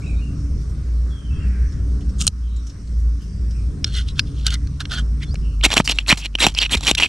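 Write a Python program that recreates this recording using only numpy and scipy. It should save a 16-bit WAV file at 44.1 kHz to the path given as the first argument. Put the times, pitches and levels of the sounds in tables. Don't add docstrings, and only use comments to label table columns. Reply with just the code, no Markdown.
import sys
import numpy as np
from scipy import signal
from scipy.fft import rfft, irfft
from scipy.io import wavfile
from scipy.ndimage import uniform_filter1d

SR = 44100
rng = np.random.default_rng(int(sys.argv[2]) if len(sys.argv) > 2 else 0)


def invert_db(level):
    return 10 ** (np.asarray(level, dtype=float) / 20)


def pcm_store(signal):
    levels = np.round(np.clip(np.atleast_2d(signal), -1, 1) * 32767)
    wavfile.write(sys.argv[1], SR, levels.astype(np.int16).T)


N = 312228

# (centre [Hz], width [Hz], level [dB])
BOARD = [
    [(267, 173, 8.1), (946, 740, 5.7), (574, 610, 4.2)],
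    [(2580, 960, 7.4), (3186, 620, 16.7), (3150, 520, 14), (4100, 790, 8.1), (5705, 350, 3.1)],
    [(7020, 950, 3), (9400, 4600, -11), (5720, 1570, 2)],
]
# (centre [Hz], width [Hz], level [dB])
ROD = [
    [(1482, 450, 2), (673, 230, -14.5)],
    [(3214, 1100, 6), (3665, 240, 11), (4050, 460, 8.5), (4940, 650, 1), (5660, 360, 6.5), (2240, 1800, -14.5)],
    [(6010, 770, 1), (7740, 3300, -7), (9960, 3600, -12.5)],
]
EDGE_STOP = 1.72


def evened(x):
    return x / np.sqrt(np.mean(x ** 2) + 1e-20)


def read(points, hz):
    f, value = np.transpose(points)
    return np.interp(np.log(hz + 1), np.log(f + 1), value)


def lay(maker, rows, *settings, **more):
    track = np.zeros(N)
    for row in rows:
        s, sound = maker(row, *settings, **more)
        part = track[round(s * SR):][:len(sound)]
        part += sound[:len(part)]
    return track


def arch(t, peak, rise, fall):
    return np.minimum(np.where(t < peak, (peak - t) / rise, (t - peak) / fall), 1)


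def resonate(x, hz, width):
    turn = np.exp(2j * np.pi * np.cumsum(hz * np.ones(len(x))) / SR)
    r = np.exp(-np.pi * width / SR)
    return 2 * (turn * signal.lfilter([1 - r], [1, -r], x * turn.conj())).real


def body(x, modes, widen=0.77):
    total = 0
    for k, (hz, width, db) in enumerate(modes):
        once = resonate(x, hz, 1.72 * width * widen)
        total = total + (-1) ** k * invert_db(db) * resonate(once, hz, 1.54 * width * widen)
    return evened(total)


def stroke(row, feel, parts, catches_per_s, spread_db, contact_db, widen):
    peak, rise, fall, db, low_db = row
    fizz_db, start_hz, end_hz, stop = feel
    rise, fall = max(rise, .002), max(fall, .002)
    t = np.arange(-rise, fall + 0.017, 1 / SR)[:9000]
    n = len(t)
    ease_db = 25 * arch(t, 0, rise, fall) ** np.where(t < 0, 1.18, stop)
    ease_db = ease_db + 508 * np.maximum(t - fall, 0)

    noise = rng.standard_normal((6, n))
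    hits, sizes = rng.random((2, n))
    clumps = [evened(uniform_filter1d(uniform_filter1d(c, 130), 130)) for c in noise[:3]]
    size_db = spread_db * np.minimum(-np.log(1 - sizes), 2.8)
    grains = (hits < catches_per_s / SR) * noise[3] * invert_db(size_db)
    slip = evened(grains) + 0.58 * noise[4]
    drives = slip, slip, slip + 0.36 * noise[5]
    low, middle, fizz = (body(drive * invert_db(3 * clump + clumps[1]), part, widen)
                         for drive, clump, part in zip(drives, clumps, parts))
    contact = body(slip, [(np.linspace(start_hz, end_hz, n), 650, 0)])
    middle = evened(middle + invert_db(contact_db) * contact)
    sound = middle + invert_db(low_db) * low + invert_db(fizz_db - 0.04 * ease_db) * fizz
    return peak - rise, invert_db(db - ease_db) * sound * signal.windows.tukey(n, min(1, 90 / n))


def click(row, parts, ring_db, t60):
    s, peak_db, hz, low_db, fizz_db = row
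    t = np.arange(2600) / SR
    blow = rng.standard_normal(len(t)) * invert_db(-60 * t / t60)
    blow[10] = 4.3
    low, middle, fizz = (body(blow, part, widen=0.86) for part in parts)
    middle = middle + invert_db(ring_db) * body(blow, [(hz, 500, 0)])
    low, middle, fizz = (p / abs(p).max() for p in (low, middle, fizz))
    return s, invert_db(peak_db) * (middle + invert_db(low_db) * low + invert_db(fizz_db) * fizz)


def swell(row, width_hz, slide, drop_db, stop=2):
    peak, rise, fall, db, hz = row
    rise, fall = max(rise, .002), max(fall, .002)
    t = np.arange(-rise, fall, 1 / SR)
    noise, jolts = rng.standard_normal((2, len(t)))
    rough = noise * invert_db(2.4 * evened(uniform_filter1d(jolts, size=40)))
    glide = hz * np.linspace(1 - slide, 1 + slide, len(t))
    ring = body(rough, [(glide, width_hz, 0)])
    level = invert_db(db - drop_db * arch(t, 0, rise, fall) ** stop)
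    return peak - rise, level * ring * signal.windows.tukey(len(t), .15)


def rasp(row, low_db, fizz_db, slide, stop):
    *shape, hz = row
    feel = fizz_db, hz * (1 - slide), hz * (1 + slide), stop
    return stroke((*shape, low_db), feel, BOARD, catches_per_s=2200, spread_db=4.2, contact_db=-0.5, widen=0.83)


def rasp_board():
    # (peak time [s], rise [s], fall [s], pressure [dB], contact resonance [Hz])
    pushes = [
        (5.644, 0.014, 0.033, -13, 3060),
        (5.715, 0.015, 0.067, -22.5, 3770),
        (5.769, 0.013, 0.035, -13.5, 3080),
        (5.803, 0.014, 0.01, -20, 2847),
        (6.104, .034, 0.035, -13.5, 2600),
        (6.43, .046, 0.05, -13, 3250),
        (6.745, 0.054, 0.016, -17, 3000),
        (6.885, 0.032, 0.04, -15.5, 3130),
    ]
    pulls = [
        (5.894, 0.019, 0.02, -16.5, 2940),
        (5.919, 0.02, 0.014, -18.5, 3150),
        (6.258, 0.06, 0.014, -29, 2874),
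        (6.586, 0.047, 0.043, -28, 2700),
        (6.622, 0.025, 0.048, -20, 3350),
        (6.987, 0.017, 0.011, -15, 3220),
        (7.002, 0.0037, 0.025, -17, 2590),
        (7.036, 0.027, 0.035, -17, 2694),
    ]
    drags = [
        (5.69, 0.022, 0.024, -35.5, 2200),
        (5.855, 0.0091, 0.019, -30, 5000),
        (5.96, 0.039, 0.05, -39.5, 3630),
        (5.995, 0.0053, 0.049, -40, 2545),
        (6.131, 0.0031, 0.039, -31, 2400),
        (6.174, 0.0039, 0.048, -30.5, 4380),
        (6.472, 0.0059, 0.044, -24.5, 3060),
        (6.52, 0.03, 0.021, -46, 3140),
        (6.774, 0.011, 0.023, -31.5, 3905),
        (6.84, 0.05, 0.11, -29.5, 3400),
    ]
    # (time [s], peak [dB], strongest ring [Hz], low share [dB], fizz share [dB])
    knocks = [(5.6112, -20.5, 2510, -14, -33), (6.3315, -45, 2800, -30, -30), (6.3425, -37, 2696, -27, -30),
              (6.378, -33, 2713, -24, -27), (5.7035, -15, 3500, -6, -5), (5.7394, -8, 3690, -6, 0),
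              (5.801, -8.5, 2330, 6, -14), (5.876, -4.5, 2710, -19, -9), (5.9865, -2.5, 2710, -20, -23),
              (6.0635, -21, 2500, -30, -25), (6.1261, -1, 2410, -1.5, -15), (6.1722, -23, 4300, -16, -11),
              (6.3523, -3.5, 2900, -14, -21), (6.3874, -17, 2510, -16, -29),
              (6.4662, 0.5, 2820, -0.5, -3.5), (6.549, -16, 5034, -13, -22), (6.5875, -1.5, 2937, -45, -23),
              (6.6168, -4.5, 2950, -26, -12), (6.6952, -19, 2780, -23, -28), (6.7719, -19, 3480, -8.5, -9),
              (6.8084, -22.5, 3870, -8, 1.5), (6.8686, -5.5, 2950, -54, -4), (6.9125, -1, 2886, -11, -3.5),
              (6.9987, -9, 2777, -7.5, -13), (7.0235, -1.5, 2730, -10.5, -29), (6.541, -31, 6030, -25, -6),
              (6.662, -11.5, 2700, -21, -21)]
    # (time [s], peak [dB], ring [Hz])
    chatter = [(5.6374, -6, 3100), (5.7173, -14, 3280), (5.7276, -8, 3850), (5.7654, 0, 2900),
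               (5.779, -2, 3620), (6.1007, 0, 2260), (6.2585, -5, 2620), (6.4037, -4, 3310),
               (5.897, -9.5, 3460), (5.918, -21, 3880), (6.0822, -4, 4290), (6.0907, -1, 4100),
               (6.216, -21, 3195), (6.25, -15, 2610), (6.5628, -22, 2700), (6.578, -4.5, 2700),
               (6.628, -3, 2990), (6.6326, -16, 2710), (6.639, -14, 2910), (6.751, 2, 2470),
               (6.8313, -15, 4370), (6.8491, -6, 3100), (6.8775, 4, 3770), (6.8798, -8, 2896),
               (6.9884, -5, 2710), (7.0183, -2, 2683), (7.038, -9, 2970)]
    # (peak time [s], rise [s], fall [s], level [dB], centre [Hz])
    scuffs = [(5.65, 0.015, 0.019, -18, 6850), (5.722, 0.016, 0.028, -30, 4500),
              (5.79, .03, 0.022, -30, 6460), (5.856, 0.014, 0.02, -29.5, 5430),
              (5.914, 0.012, 0.011, -22, 4920), (6.1, 0.029, .02, -25.5, 7440),
              (6.18, 0.0088, 0.037, -34, 5070), (6.41, 0.02, 0.034, -27, 7560),
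              (6.588, 0.0069, 0.0029, -21.5, 5660), (6.725, 0.02, 0.038, -26.5, 7640),
              (6.773, 0.0081, 0.0073, -31.5, 4990), (6.9, 0.037, 0.019, -27, 7140),
              (6.985, .012, 0.0074, -30, 6300), (7.045, 0.035, 0.036, -43, 7460)]
    strokes = lay(rasp, pushes, low_db=-7, fizz_db=-11, slide=0.63, stop=2.5)
    strokes += lay(rasp, pulls, low_db=-12.5, fizz_db=-11.5, slide=0.17, stop=2)
    strokes += lay(rasp, drags, low_db=-9.5, fizz_db=-6, slide=0.1, stop=1.5)
    catches = [(s, db - 8, hz, -18, -6) for s, db, hz in chatter]
    clicks = lay(click, knocks, BOARD, ring_db=6, t60=.012)
    clicks += lay(click, catches, BOARD, ring_db=0.1, t60=0.0064)
    hiss = lay(swell, scuffs, width_hz=3000, slide=0, drop_db=14, stop=EDGE_STOP)
    return strokes + clicks + hiss


def edge_bites():
    # (peak time [s], rise [s], fall [s], level [dB], mode [Hz])
    bites = [(3.97, 0.033, 0.068, -38.5, 3170), (4.94, .04, 0.064, -36, 4300),
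             (5.231, 0.025, 0.021, -36, 2180), (5.643, 0.018, 0.022, -14.5, 3230),
             (5.651, 0.0094, 0.014, -15, 3800), (5.661, 0.012, 0.015, -18, 2460),
             (5.774, 0.018, 0.032, -32, 3020), (5.89, 0.015, 0.011, -36, 2870),
             (6.01, 0.02, 0.019, -37, 3280), (6.092, 0.017, 0.04, -16, 4060),
             (6.113, 0.014, 0.01, -10.5, 2240), (6.136, 0.0074, 0.0047, -27, 2390),
             (6.206, 0.021, 0.02, -41, 2750), (6.235, .025, .025, -31, 2900),
             (6.262, .018, .008, -24, 2700), (6.262, .008, .006, -29, 4100),
             (6.408, 0.015, 0.026, -20, 3730), (6.441, 0.027, 0.019, -15, 2390),
             (6.581, 0.024, 0.013, -21.5, 2750), (6.606, 0.013, 0.0097, -23.5, 4630),
             (6.635, .018, 0.0093, -13.5, 2830), (6.655, 0.014, 0.014, -20.5, 2830),
             (6.717, 0.013, 0.032, -26, 4000), (6.742, 0.025, 0.0097, -15.5, 3280),
             (6.745, 0.027, 0.021, -17.5, 2420), (6.878, 0.014, .025, -16.5, 2880),
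             (6.89, 0.017, 0.034, -22, 3700), (6.985, .012, .01, -15.5, 2750),
             (7.002, 0.0055, 0.01, -25, 2800), (7.036, 0.018, 0.014, -12.5, 2830),
             (7.061, 0.0095, 0.0097, -20, 2627)]
    return lay(swell, bites, width_hz=490, slide=-0.023, drop_db=23, stop=EDGE_STOP)


def thump(row):
    s, peak_db, hz = row
    t = np.arange(1500) / SR
    turns = hz * (0.48 * t + 0.0037 * (1 - np.exp(-t / 0.0031)))
    return s, -invert_db(peak_db) * np.sin(2 * np.pi * turns) * np.exp(-(t / 0.0048) ** 2)


def landings():
    # (time [s], peak [dB], pitch [Hz])
    thumps = [
        (5.662, -15, 280),
        (5.801, -2, 204),
        (6.128, -5.5, 187.2),
        (6.469, -6.5, 211),
        (6.753, -13.5, 210.3),
        (6.913, -12, 253),
        (2.278, -22, 145),
        (5.342, -31.5, 534),
    ]
    return lay(thump, thumps)


def rub_rod():
    # (peak time [s], rise [s], fall [s], pressure [dB], low share [dB])
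    rubs = [(3.868, 0.023, 0.063, -39.5, -7), (3.975, 0.084, 0.06, -27.5, -16.5),
            (4.09, 0.052, 0.041, -40, -22), (4.193, 0.042, 0.0018, -33.5, -7),
            (4.274, 0.042, 0.05, -50.5, -35), (4.39, 0.11, 0.18, -47.5, -33),
            (4.467, 0.021, 0.034, -24.5, -5), (4.53, 0.049, 0.032, -28, -6.5),
            (4.808, .014, 0.021, -30, -1), (4.918, 0.028, 0.099, -30, -2.5),
            (4.985, 0.035, 0.031, -32, -1.5), (5.232, 0.031, 0.021, -34.5, -13)]
    # (time [s], peak [dB], strongest ring [Hz], low share [dB], fizz share [dB])
    taps = [(3.8436, -4, 5520, -15, -14.5), (4.1937, -0.5, 3634, -10, -20), (4.466, -2.5, 4320, -19, -5),
            (4.5048, -17, 3400, -28, -9), (4.5406, -16.5, 4100, -20, -2.5), (4.6718, -34, 4210, -7.5, -7),
            (4.804, -18.5, 3778, -8, -8.5), (4.8539, -21.5, 3113, -5, -22), (5.3428, -35.5, 4530, 0, 3),
            (5.355, -25, 2800, -9, -31), (6.9498, -5.5, 4900, -12.5, -11)]
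    # (centre [Hz], width [Hz], level [dB])
    struck_rod = [
        [(1575, 300, 4), (2250, 370, -1.5)],
        *ROD[1:],
    ]
    # (peak time [s], rise [s], fall [s], level [dB], pitch [Hz])
    rings = [
        (3.87, .02, .06, -44, 4250),
        (3.97, .05, .045, -40, 4200),
        (3.98, .06, .04, -43, 2000),
        (4.1, .035, .028, -46, 3900),
        (4.965, .06, .055, -36, 3200),
        (4.203, .006, .02, -40, 4950),
        (4.485, .015, .025, -34, 2950),
        (4.53, .03, .045, -40, 2020),
        (4.525, .03, .035, -38, 4400),
        (3.99, .05, .03, -42, 1500),
    ]
    squeaks = [
        (5.295, .026, .014, -50, 4200),
        (5.262, .015, .05, -54, 3450),
    ]
    squeal = (5.322, .022, .016, -45, 4750)
    feel = -11.5, 3300.5, 3101, 2
    sound = lay(stroke, rubs, feel, ROD, catches_per_s=9000, spread_db=1.8, contact_db=-8, widen=.55)
    sound += lay(click, taps, struck_rod, ring_db=-3, t60=.016)
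    sound += lay(swell, rings, width_hz=170, slide=0, drop_db=12)
    sound += lay(swell, squeaks, width_hz=100, slide=.015, drop_db=8)
    return sound + lay(swell, [squeal], width_hz=90, slide=.09, drop_db=8)


def open_knife():
    # (peak time [s], rise [s], fall [s], pressure [dB], low share [dB])
    unfold = [
        (2.205, 0.025, 0.09, -37, -8.5),
        (2.211, 0.016, 0.015, -33, -29),
    ]
    # (time [s], peak [dB], strongest ring [Hz], low share [dB], fizz share [dB])
    latch = [
        (2.2077, -16.5, 3027, -44, 2),
        (2.2134, -10.5, 2850, -27, -2),
        (2.2208, -20, 5820, -17, 7),
        (2.2679, -10.5, 3060, -15.5, 8.5),
        (2.2768, 0, 3840, -32, -2),
    ]
    # (centre [Hz], width [Hz], level [dB])
    hinge = [
        [(1280, 260, 0)],
        [(3080, 930, 7), (5060, 2150, 3.5)],
        [(6670, 930, 9), (8580, 2100, 4), (9330, 1600, 0.5)],
    ]
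    feel = 3.7, 3400, 2400, 2.1
    sweep = lay(stroke, unfold, feel, hinge, catches_per_s=3000, spread_db=3, contact_db=-6, widen=.9)
    return sweep + lay(click, latch, hinge, ring_db=-3, t60=.012)


def handling():
    # (time [s], peak [dB], ring [Hz])
    ticks = [(0.613, -47, 4800), (0.697, -47, 5700), (1.7215, -42.5, 5380), (2.008, -44.5, 3110),
             (2.093, -40, 5600), (2.563, -40, 7090), (2.668, -36, 5874), (2.696, -38, 5390),
             (2.874, -44, 4390), (3, -47, 5730), (3.219, -44, 4734), (3.5075, -40, 5300)]
    # (peak time [s], rise [s], fall [s], level [dB], centre [Hz])
    rustles = [
        (.615, .012, .018, -57, 6000),
        (.705, .015, .03, -61, 5500),
        (3.0, .04, .05, -61, 7000),
        (3.23, .03, .05, -60, 6000),
    ]
    tick_rows = [(s, db, hz, -16, -6) for s, db, hz in ticks]
    sound = lay(click, tick_rows, ROD, ring_db=4.1, t60=0.09)
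    return sound + lay(swell, rustles, width_hz=6000, slide=0, drop_db=10)


def ports(x):
    # (frequency [Hz], level [dB])
    port_phase = [(500, 0), (1000, -.3), (1400, -.1), (3800, -.7), (5500, -.25), (8000, -.1), (11000, -.15),
                  (13000, -1.5)]
    port_db = [(200, 0), (700, -2.5), (1400, -3), (2800, -1.3), (6000, -1.1), (10000, -.3)]
    t, hz = np.arange(900) / SR, np.fft.rfftfreq(N, 1 / SR)
    near = rng.standard_normal((2, len(t))) * invert_db(-60 * t / .02) * (t > .0006)
    near = invert_db(-13) * near / np.linalg.norm(near[0])
    half = invert_db(read(port_db, hz) / 2) * np.exp(.5j * read(port_phase, hz))
    direct = irfft(rfft(x) * np.array([half, 1 / half]), N)
    moving = evened(uniform_filter1d(rng.standard_normal((2, N)), size=900))
    return direct + signal.oaconvolve(x * moving, near, axes=1)[:, :N]


def engine():
    # (peak time [s], rise [s], fall [s], level [dB], pitch [Hz])
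    throbs = [(.17, 0.098, 0.099, -17, 56.15), (.42, 0.077, 0.17, -19, 58.07), (.62, 0.1, 0.45, -25, 57.4),
              (.97, 0.11, 0.25, -16, 57.75), (1.265, 0.045, 0.12, -25, 60.63),
              (1.48, 0.056, 0.11, -14.5, 60.1), (1.628, 0.082, 0.078, -14.5, 59.2),
              (1.84, 0.065, 0.054, -20, 59.53), (1.952, 0.096, 0.076, -18.5, 59.4),
              (2.089, 0.072, 0.053, -16.5, 59.7), (2.195, 0.063, 0.079, -17, 60.16),
              (2.5, 0.2, 0.27, -21, 58.17), (3.072, 0.25, 0.17, -15.5, 56.65),
              (3.43, 0.26, 0.15, -25, 56.68), (3.67, 0.29, 0.091, -20, 56.66),
              (4.04, 0.23, 0.12, -19, 57.13), (4.5, 0.27, 0.28, -21, 57.37),
              (5.11, 0.23, 0.17, -17.5, 56.13), (5.3, 0.065, 0.051, -26.5, 57.8),
              (5.433, 0.072, 0.14, -18, 54.5), (5.6, 0.076, 0.12, -18, 49.9), (6.0, 0.84, 0.17, -29, 50.65),
              (6.6, 1, 0.66, -28.5, 50.42)]
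    t, (peaks, *_, hz) = np.arange(N) / SR, np.transpose(throbs)
    slow = t[::64]
    level = 0
    for *shape, db, _ in throbs:
        level = level + invert_db(db) * abs(np.cos(np.pi / 2 * arch(slow, *shape))) ** 1.48
    idle = invert_db(-42.5)
    turns = np.cumsum(np.interp(t, peaks, hz)) / SR
    return np.sqrt(2) * (idle + np.interp(t, slow, level)) * np.sin(2 * np.pi * turns)


def chirp(row):
    s, length, db, first_hz, last_hz = row
    attack, fuzz = 0.13, 0.55
    t = np.arange(0, length, 1 / SR)
    hz = np.linspace(first_hz, last_hz, len(t))
    clean = np.sqrt(2) * np.sin(2 * np.pi * np.cumsum(hz) / SR)
    blur = body(rng.standard_normal(len(t)), [(hz, 120, 0)])
    level = invert_db(db - 11 * arch(t / length, attack, attack, 1 - attack) ** 2)
    return s, level * ((1 - fuzz) * clean + fuzz * blur) * signal.windows.tukey(len(t), .1)


def trees():
    # (start time [s], length [s], level [dB], first pitch [Hz], last pitch [Hz])
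    chirps = [(0.019, 0.021, -43, 2240, 2600), (0.037, 0.11, -41.5, 2665, 2250),
              (0.189, 0.049, -47, 2447, 2800), (0.206, 0.12, -52, 2840, 2680),
              (1.097, 0.14, -50, 3416, 3070), (1.24, 0.079, -54.5, 3150, 2950),
              (1.33, 0.069, -51, 3270, 3140), (1.298, 0.13, -49.5, 2676, 2580),
              (1.391, 0.087, -49, 2760, 2660), (0.059, 0.028, -49, 3730, 3970),
              (0.153, 0.038, -52.5, 3670, 3790), (1.318, 0.29, -55.5, 1272, 1516)]
    # (peak time [s], rise [s], fall [s], level [dB], centre [Hz])
    far_calls = [
        (2.47, .06, .12, -63, 3180),
        (2.55, .08, .09, -60, 3800),
        (2.65, .1, .1, -61, 5700),
        (3.22, .03, .04, -61, 3000),
        (3.36, .15, .15, -64, 4750),
        (3.58, .05, .09, -60, 2450),
        (5.45, .04, .13, -57, 2780),
        (1.47, .09, .22, -56, 2320),
    ]
    leaves = [
        (1.48, 0.18, 0.39, -53, 1610),
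        (1.13, .12, 0.085, -59, 1400),
    ]
    sound = lay(chirp, chirps)
    sound += lay(swell, far_calls, width_hz=320, slide=-.015, drop_db=11)
    return sound + lay(swell, leaves, width_hz=540, slide=-.05, drop_db=15)


def woods(x):
    t = np.arange(12000) / SR
    tail = rng.standard_normal((2, len(t))) * invert_db(-60 * t / 0.36)
    tail = tail / np.linalg.norm(tail[0])
    return invert_db(0.5) * x + invert_db(1.5) * signal.oaconvolve(x[None], tail, axes=1)[:, :N]


def wash(colour, patchy_db, size):
    # (frequency [Hz], left-right likeness [0-1])
    likeness = [(60, 0.99), (180, .97), (550, 0.6), (1650, 0.26), (4970, 0.59), (15000, 0.66)]
    frames, hz = 4 * N // size + 5, np.fft.rfftfreq(size, 1 / SR)
    a, b, c, d, patches = rng.standard_normal((frames, len(hz), 5)).T
    patches = evened(uniform_filter1d(uniform_filter1d(patches, size // 60, 0), 20000 // size, 1))
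    same = np.clip(read(likeness, hz), -1, 1)[:, None]
    left = a + 1j * b
    right = same * left + np.sqrt(1 - same ** 2) * (c + 1j * d)
    z = np.array([left, right]) * invert_db(read(colour, hz)[:, None] + patchy_db * patches)
    return evened(signal.istft(z, nperseg=size, noverlap=size * 3 // 4)[1][:, :N])


def background():
    # (time [s], level [dB])
    ambience = [(0, 9.5), (1.2, 5.5), (2.28, 9.5), (2.301, -4.5), (2.6, 2), (3.6, 6), (5.33, 5.5),
                (5.35, 6.5), (5.75, 1), (6.3, -5.5), (7.08, 3.5)]
    # (centre [Hz], width [Hz], level [dB])
    engine_orders = [(91.3, 4.8, -45), (141.2, 0.74, -41.5), (192.9, 2.26, -48), (225.9, 7.3, -52),
                     (285.25, 6.1, -49.5)]
    insect = (8650, 160, 0)
    # (frequency [Hz], density [dB per Hz])
    rumble_colour = [(12, -11), (20, -5), (48, -8), (75, 13.5), (89, -6.5), (108, -3), (289, -19.5),
                     (332, -23.5), (418, -24), (466, -30.5), (800, -43), (1040, -119), (1760, -120)]
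    air_colour = [(300, -13), (500, -12.5), (845, -14.5), (1030, -6), (1280, -4), (2290, -13.5),
                  (3430, -17.5), (4800, -12.5), (5500, -7), (6730, -16.5), (8570, -16), (9200, -22),
                  (12000, -31), (13600, -49), (15000, -84)]
    level_db = np.interp(np.arange(N) / SR, *np.transpose(ambience))
    rumble_level = invert_db(-36 + level_db)
    air_level = invert_db(-56.5 + 0.42 * level_db)
    orders = 0
    for hz, width, db in engine_orders:
        orders = orders + invert_db(db) * body(rng.standard_normal(N), [(hz, width, 0)])
    low = invert_db(4) * wash(rumble_colour, 2.23, size=2048) + invert_db(32) * orders
    insects = body(rng.standard_normal(N), [insect])
    hiss = invert_db(1.5) * wash(air_colour, 2.2, size=512) + invert_db(-14) * insects
    return rumble_level * low + air_level * hiss


def scene():
    knife = rasp_board() + edge_bites() + rub_rod() + open_knife() + handling()
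    return ports(knife) + landings() + engine() + woods(trees()) + background()


def low_pass(x):
    return signal.sosfilt(signal.butter(12, 15700, fs=SR, output="sos"), x)


def record(dry):
    knee, room = .6, .34
    bent = np.sign(dry) * (knee + room * np.tanh((abs(dry) - knee) / room))
    clipped = np.where(abs(dry) < knee, dry, bent)
    lowpass = signal.firwin(101, 14700, window="blackman", fs=SR)
    limited = signal.oaconvolve(clipped, lowpass[None], "same")
    return low_pass(limited)


dry = scene()
out = record(dry)
pcm_store(out)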